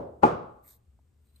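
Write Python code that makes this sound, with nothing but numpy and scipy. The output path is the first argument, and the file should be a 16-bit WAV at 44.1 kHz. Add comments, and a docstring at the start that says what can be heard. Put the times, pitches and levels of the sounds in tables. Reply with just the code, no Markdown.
"""Plastic fitting on a workbench

A hard plastic pipe fitting is set down on a wooden bench in a garage, close by on the left: damped modes.
It rocks while an earlier knock (fading noise) dies away, then lands with one hollow knock that rings in the room.
Fingers brush the plastic (grainy noise); then come a soft tap, a sleeve rustle and one sharp tick (noise bands).
Low rumble and faint hiss, both steady noise, lie under it all."""
import sys
import numpy as np
from scipy import signal
from scipy.fft import rfft, irfft, next_fast_len
from scipy.io import wavfile
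from scipy.ndimage import map_coordinates

SR = 44100
rng = np.random.default_rng(int(sys.argv[2]) if len(sys.argv) > 2 else 0)


def bounce(signal):
    """Save signal as a 16-bit WAV file at the path given by the first command-line argument."""
    frames = np.transpose(np.atleast_2d(signal))
    limited = np.clip(frames, -1, 1)
    pcm = np.round(limited * 32767).astype(np.int16)
    wavfile.write(sys.argv[1], SR, pcm)


N = 61739

# Still air, rumble and hiss. Each row: frequency in Hz, relative level in dB per Hz.
RUMBLE_SPECTRUM = [(25, -22), (45, -14.5), (74, 3.5), (97, -14), (122, -8), (150, -25), (205, -19),
                   (300, -28.5), (430, -28), (600, -39), (1500, -56)]
HISS_SPECTRUM = [(1000, 5.5), (2500, -1.5), (6000, -6.5), (8400, -0.5), (10500, -14.5), (12500, -9)]
RUMBLE_DB, HISS_DB = -63, -81.5

# Earlier knock, already fading. Each row: frequency in Hz, relative level in dB per Hz.
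FADING_SPECTRUM = [(30, -23.5), (70, -4.5), (200, -2), (400, 0.5), (560, 5), (850, -5.5), (1100, -13.5),
                   (1600, -26.5), (2300, -38), (8000, -55.5)]
FADING_DB = -35
# Rocking contacts. Each row: start in seconds, level in dB.
ROCKING = [(0.063, -40), (0.085, -39), (0.129, -41)]
# Modes rung by rocking. Each row: frequency in Hz, relative level in dB, T60 in seconds.
ROCK_MODES = [(530.4, 1.5, 0.069), (626, 1, 0.04)]

LEAD_IN_GROWTH_S, LEAD_IN_FINAL_DB = 0.0034, -23

# Rim contacts of the knock. Each row: start in seconds, level in dB, left over right in dB.
RIM_CONTACTS = [(0.23286, -3.9, 6.1), (0.23496, -4.4, 4.3), (0.23779, 2, -1.2), (0.2506, -8.2, -.8)]
# Modes of the hollow fitting. Each row: frequency in Hz, level in dB, T60 in seconds, left over right in dB.
FITTING_MODES = [(845, -3.9, .044, 3), (1076, -13, .028, 4), (1179, -24.6, .13, -3), (1273, -28, .045, 4),
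                 (1376, -30, .059, -7), (1636, -36, .079, 4), (2420, -35, .04, -5)]
# Modes of the bench top. Each row: frequency in Hz, level in dB, T60 in seconds, left over right in dB.
BENCH_MODES = [(108, -27, .18, 4), (168, -32, .22, 4), (240, -18, .1, 2), (322, -19, .09, -3),
               (380, -18.5, .086, -4), (442, -13.4, .052, -1), (527, -15.5, .11, 7), (574, -15, .04, 7),
               (631, -22.8, .08, 3), (705, -27, .15, 5)]
ATTACK_S, BENCH_ATTACK_S, RIGHT_LAG_S = .00048, .00085, .00031
LOW_CUT_HZ = 75
# Noise of the first contact. Each row: frequency in Hz, relative level in dB.
CRACK_SPECTRUM = [(1200, -10), (2400, 7), (3100, -4.5), (9300, -14), (10500, -29.5), (13000, -17),
                  (15000, -37.5)]
CRACK_DB, CRACK_T60_S, CRACK_SIDE_DB = -41, 0.15, -2.5
SNAP_DB, SNAP_T60_S, SNAP_RISE_S = -39, 0.016, 0.0006  # hard first instant of the crack

# Lingering garage resonances. 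Each row: frequency in Hz, level in dB.
ROOM_MODES = [(129, -32), (376, -31.5), (481, -34), (838, -34.5), (1068, -43), (1165, -40.5)]
# Garage decay. Each row: frequency in Hz, T60 in seconds.
ROOM_T60 = [(80, 0.74), (210, 0.5756), (1200, 0.5945), (2200, 0.4677), (4000, 0.47), (8000, 0.2745),
            (13000, 0.29)]
# Colour of the garage's answer. Each row: frequency in Hz, relative level in dB.
ROOM_COLOUR = [(40, -27), (70, -7.5), (130, -1), (230, -4), (400, 1), (700, 2), (900, -4), (1170, 0.5),
               (1450, -8), (1800, -21.5), (2400, -21), (4000, -32), (9200, -36.5), (10300, -55.5),
               (13000, -47.5)]
# Stereo likeness. Each row: frequency in Hz, left-right correlation from -1 to 1.
ROOM_ALIKE = [(300, 0.89), (700, -0.38), (5000, 0.34)]
WASH_DB, RING_WET_DB = -21.5, -20
ROOM_MODE_T60_S, ROOM_BUILD_S = .5, .017

# Brushing stroke. Each row: time in seconds, treble level in dB, upper middle level in dB.
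BRUSH_LEVELS = [(0.615, -100, -102), (0.64, -67, -80), (0.668, -58.5, -74.5), (0.68, -53.5, -63.5),
                (0.728, -62, -65.5), (0.765, -68, -78), (0.785, -85, -92), (0.82, -108, -115)]
# Colours of the two brushing layers. Each row: frequency in Hz, relative level in dB.
BRUSH_TOP_SPECTRUM = [(4000, -40.5), (6500, -16), (8600, 3), (10300, -17), (11700, 7), (13600, 8),
                      (14500, -12.5)]
BRUSH_BODY_SPECTRUM = [(500, -5), (1500, -9), (2200, -7), (2800, -24), (3700, -0.5), (5500, -7.5),
                       (8000, 0.5), (11000, -23.5)]
# Narrow noise bands: a soft swell as brushing starts, a faint fading one, one sharp tick in three bands.
# Each row: start in seconds, level in dB, centre in Hz, width at half amplitude in Hz, attack in seconds,
# T60 in seconds.
NOISE_BANDS = [(0.641, -65.5, 2110, 445, 0.012, 0.24), (1.27, -77, 3980, 150, 0.025, 0.33),
               (1.359, -55.5, 4066, 90, 0.0022, 0.028), (1.359, -63.5, 12700, 2500, .003, 0.035),
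               (1.359, -60, 8900, 1400, 0.0022, 0.033)]
# Modes of the soft tap. Each row: frequency in Hz, level in dB.
TAP_MODES = [(450, -64.5), (690, -59.5), (850, -60.5)]
TAP_S, TAP_T60_S = .9905, .02
# Sleeve rustle as the arm comes back. Each row: time in seconds, level in dB.
SLEEVE_LEVELS = [(1.12, -103), (1.27, -76.5), (1.335, -81.5), (1.36, -72), (1.4, -73.5)]
# Colour of the rustle. Each row: frequency in Hz, relative level in dB.
SLEEVE_SPECTRUM = [(1000, 0), (4200, 1), (6300, -11.5), (8600, 8), (10500, -11), (12800, 2)]

TOP_HZ = 15100


def amp(db):
    """Decibels to gain."""
    return 10 ** (np.asarray(db) / 20)


def unit(x):
    """Scaled to rms 1."""
    return x / np.sqrt(np.mean(x ** 2) + 1e-20)


def along(points, hz):
    """(Hz, value) points read on a log frequency axis."""
    f, v = np.transpose(points)
    return np.interp(np.log(hz + 1), np.log(f + 1), v)


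def since(s):
    """Seconds since a moment, zero before it."""
    return np.maximum(np.arange(N) / SR - s, 0)


def curves(rows):
    """One value per sample for each column after the time."""
    s, *cols = np.transpose(rows)
    return [np.interp(since(0), s, c) for c in cols]


def filtered(x, response):
    """x times a response of frequency."""
    m = next_fast_len(N + SR // 2)
    return irfft(rfft(x, m) * response(np.fft.rfftfreq(m, 1 / SR)), m)[..., :N]


def noise(spectrum, alike):
    """Coloured stereo noise of rms 1; the mid-side balance sets the left-right correlation."""
    def mid_side_response(hz):
        turn = np.arccos(np.clip(along(alike, hz), -1, 1)) / 2
        return amp(along(spectrum, hz)) * [np.cos(turn), np.sin(turn)]

    mid, side = filtered(rng.standard_normal((2, N)), mid_side_response)
    return unit(np.array([mid + side, mid - side]))


def pan(db):
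    """Left and right gains for a left-over-right ratio in dB."""
    return amp(np.array([[db], [-db]]) / 2)


def decay(t, t60_s):
    """Exponential decay, 60 dB down after t60_s."""
    return np.exp(-np.log(1000) * t / t60_s)


def strike(t, attack_s, t60_s):
    """Quick rise and exponential decay."""
    return (1 - np.exp(-t / attack_s)) * decay(t, t60_s)


def sine(hz, t):
    """Sine starting at phase zero."""
    return np.sin(2 * np.pi * hz * t)


def dying(x, s):
    """From time s on, each frequency of x dies at the room's own speed."""
    hz, t, z = signal.stft(x, SR, nperseg=512)
    fade = decay(np.maximum(t - s, 0), along(ROOM_T60, hz)[:, None])
    return signal.istft(z * fade, SR, nperseg=512)[1][:, :N]


def ringing(modes, attack_s, t):
    """Damped modes, each leaning to one side."""
    return sum(amp(db) * pan(lean_db) * strike(t, attack_s, t60_s) * sine(hz, t)
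               for hz, db, t60_s, lean_db in modes)


def build_up(t):
    """Reflections gather over the first milliseconds."""
    return 1 - np.exp(-(t / ROOM_BUILD_S) ** 2)


def air():
    """Still air: a low rumble, slightly left, and a faint hiss, both steady noise."""
    rumble = amp(RUMBLE_DB) * pan(2.4) * noise(RUMBLE_SPECTRUM, [(100, 1.0), (500, .3)])
    hiss = amp(HISS_DB) * noise(HISS_SPECTRUM, [(4000, .2), (8000, 0.51)])
    return rumble + hiss


def earlier_knock(early_db=-36, early_t60_s=0.23):
    """An earlier knock fades, quickly at first and then with the room."""
    t = since(0)
    early = amp(early_db) * strike(t, ATTACK_S, early_t60_s) * noise(FADING_SPECTRUM, ROOM_ALIKE)
    late = amp(FADING_DB) * dying(noise(FADING_SPECTRUM, ROOM_ALIKE), 0)
    return (early + late) * (1 - np.exp(-t / ATTACK_S))


def rocking(attack_s=0.003):
    """The fitting rocks softly; each contact rings two damped modes."""
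    out = np.zeros(N)
    for s, db in ROCKING:
        t = since(s)
        for hz, mode_db, t60_s in ROCK_MODES:
            out += amp(db + mode_db) * strike(t, attack_s, t60_s) * sine(hz, t)
    return out


def lead_in():
    """A faint noise swell grows exponentially into the knock, then stops."""
    s, _, side_db = RIM_CONTACTS[0]
    before = since(s) == 0
    rise = np.exp(np.minimum(since(0) - s, 0) / LEAD_IN_GROWTH_S) * before
    return amp(LEAD_IN_FINAL_DB) * pan(side_db) * rise * noise(ROOM_COLOUR, ROOM_ALIKE)


def knock():
    """Rim contacts ring fitting and bench, which radiate no deep bass; the first also snaps and cracks."""
    out = np.zeros((2, N))
    for s, db, side_db in RIM_CONTACTS:
        t = np.array([since(s), since(s + RIGHT_LAG_S)])
        modes = ringing(FITTING_MODES, ATTACK_S, t) + ringing(BENCH_MODES, BENCH_ATTACK_S, t)
        out += amp(db) * pan(side_db) * modes
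    out = filtered(out, lambda hz: 1 - 1 / (1 + (hz / LOW_CUT_HZ) ** 4))
    t = since(RIM_CONTACTS[0][0])
    snap = amp(SNAP_DB) * strike(t, SNAP_RISE_S, SNAP_T60_S)
    crack = amp(CRACK_DB) * strike(t, ATTACK_S, CRACK_T60_S)
    return out + pan(CRACK_SIDE_DB) * (snap + crack) * noise(CRACK_SPECTRUM, ROOM_ALIKE)


def garage(direct):
    """The cluttered room scatters the knock into a dense wash and prolongs its ring; resonances stand out."""
    s = RIM_CONTACTS[0][0]
    t = since(s)
    wash = amp(WASH_DB) * dying(noise(ROOM_COLOUR, ROOM_ALIKE), s)
    modes = sum(amp(db) * strike(t, ATTACK_S, ROOM_MODE_T60_S) * sine(hz, t) for hz, db in ROOM_MODES)
    # impulse response: white noise dying with the room
    tail = build_up(since(0)) * dying(rng.standard_normal((2, N)), 0)
    ring = signal.fftconvolve(direct, tail / np.linalg.norm(tail[0]), axes=1)[:, :N]
    return build_up(t) * (wash + modes) + amp(RING_WET_DB) * ring


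def grain(rough_db=2, grain_hz=400):
    """Fine uneven gain of rubbing: random dB values joined by straight lines."""
    steps = rng.standard_normal(N)
    return amp(rough_db * map_coordinates(steps, [since(0) * grain_hz], order=1))


def brushing():
    """Fingers slide over the plastic: treble and upper middle noise with a fine grain."""
    top_db, body_db = curves(BRUSH_LEVELS)
    top = amp(top_db) * noise(BRUSH_TOP_SPECTRUM, [(9000, 0.85)])
    body = amp(body_db) * noise(BRUSH_BODY_SPECTRUM, [(4000, .3)])
    return grain() * (top + body)


def noise_bands():
    """Narrow noise bands: a soft swell as brushing starts, a faint fading one, one sharp tick in three bands."""
    out = np.zeros((2, N))
    for s, db, hz, width_hz, attack_s, t60_s in NOISE_BANDS:
        white = noise([(100, 0)], [(1000, 0.13)])
        band = unit(filtered(white, lambda f: 1 / (1 + (2 * (f - hz) / width_hz) ** 2)))
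        out += amp(db) * strike(since(s), attack_s, t60_s) * band
    return out


def tap():
    """One soft touch rings the plastic very briefly."""
    t = since(TAP_S)
    return strike(t, ATTACK_S, TAP_T60_S) * sum(amp(db) * sine(hz, t) for hz, db in TAP_MODES)


def sleeve():
    """The sleeve rustles as the arm comes back: grainy noise."""
    level_db, = curves(SLEEVE_LEVELS)
    return grain() * amp(level_db) * noise(SLEEVE_SPECTRUM, [(4000, .3), (8000, 1.0)])


def scene():
    """All sources in the garage."""
    direct = knock()
    before = air() + earlier_knock() + rocking() + lead_in()
    after = brushing() + noise_bands() + tap() + sleeve()
    return before + direct + garage(direct) + after


def record(dry):
    """The recorder keeps nothing above its band limit."""
    return filtered(dry, lambda hz: 1 / (1 + (hz / TOP_HZ) ** 80))


dry = scene()
out = record(dry)
bounce(out)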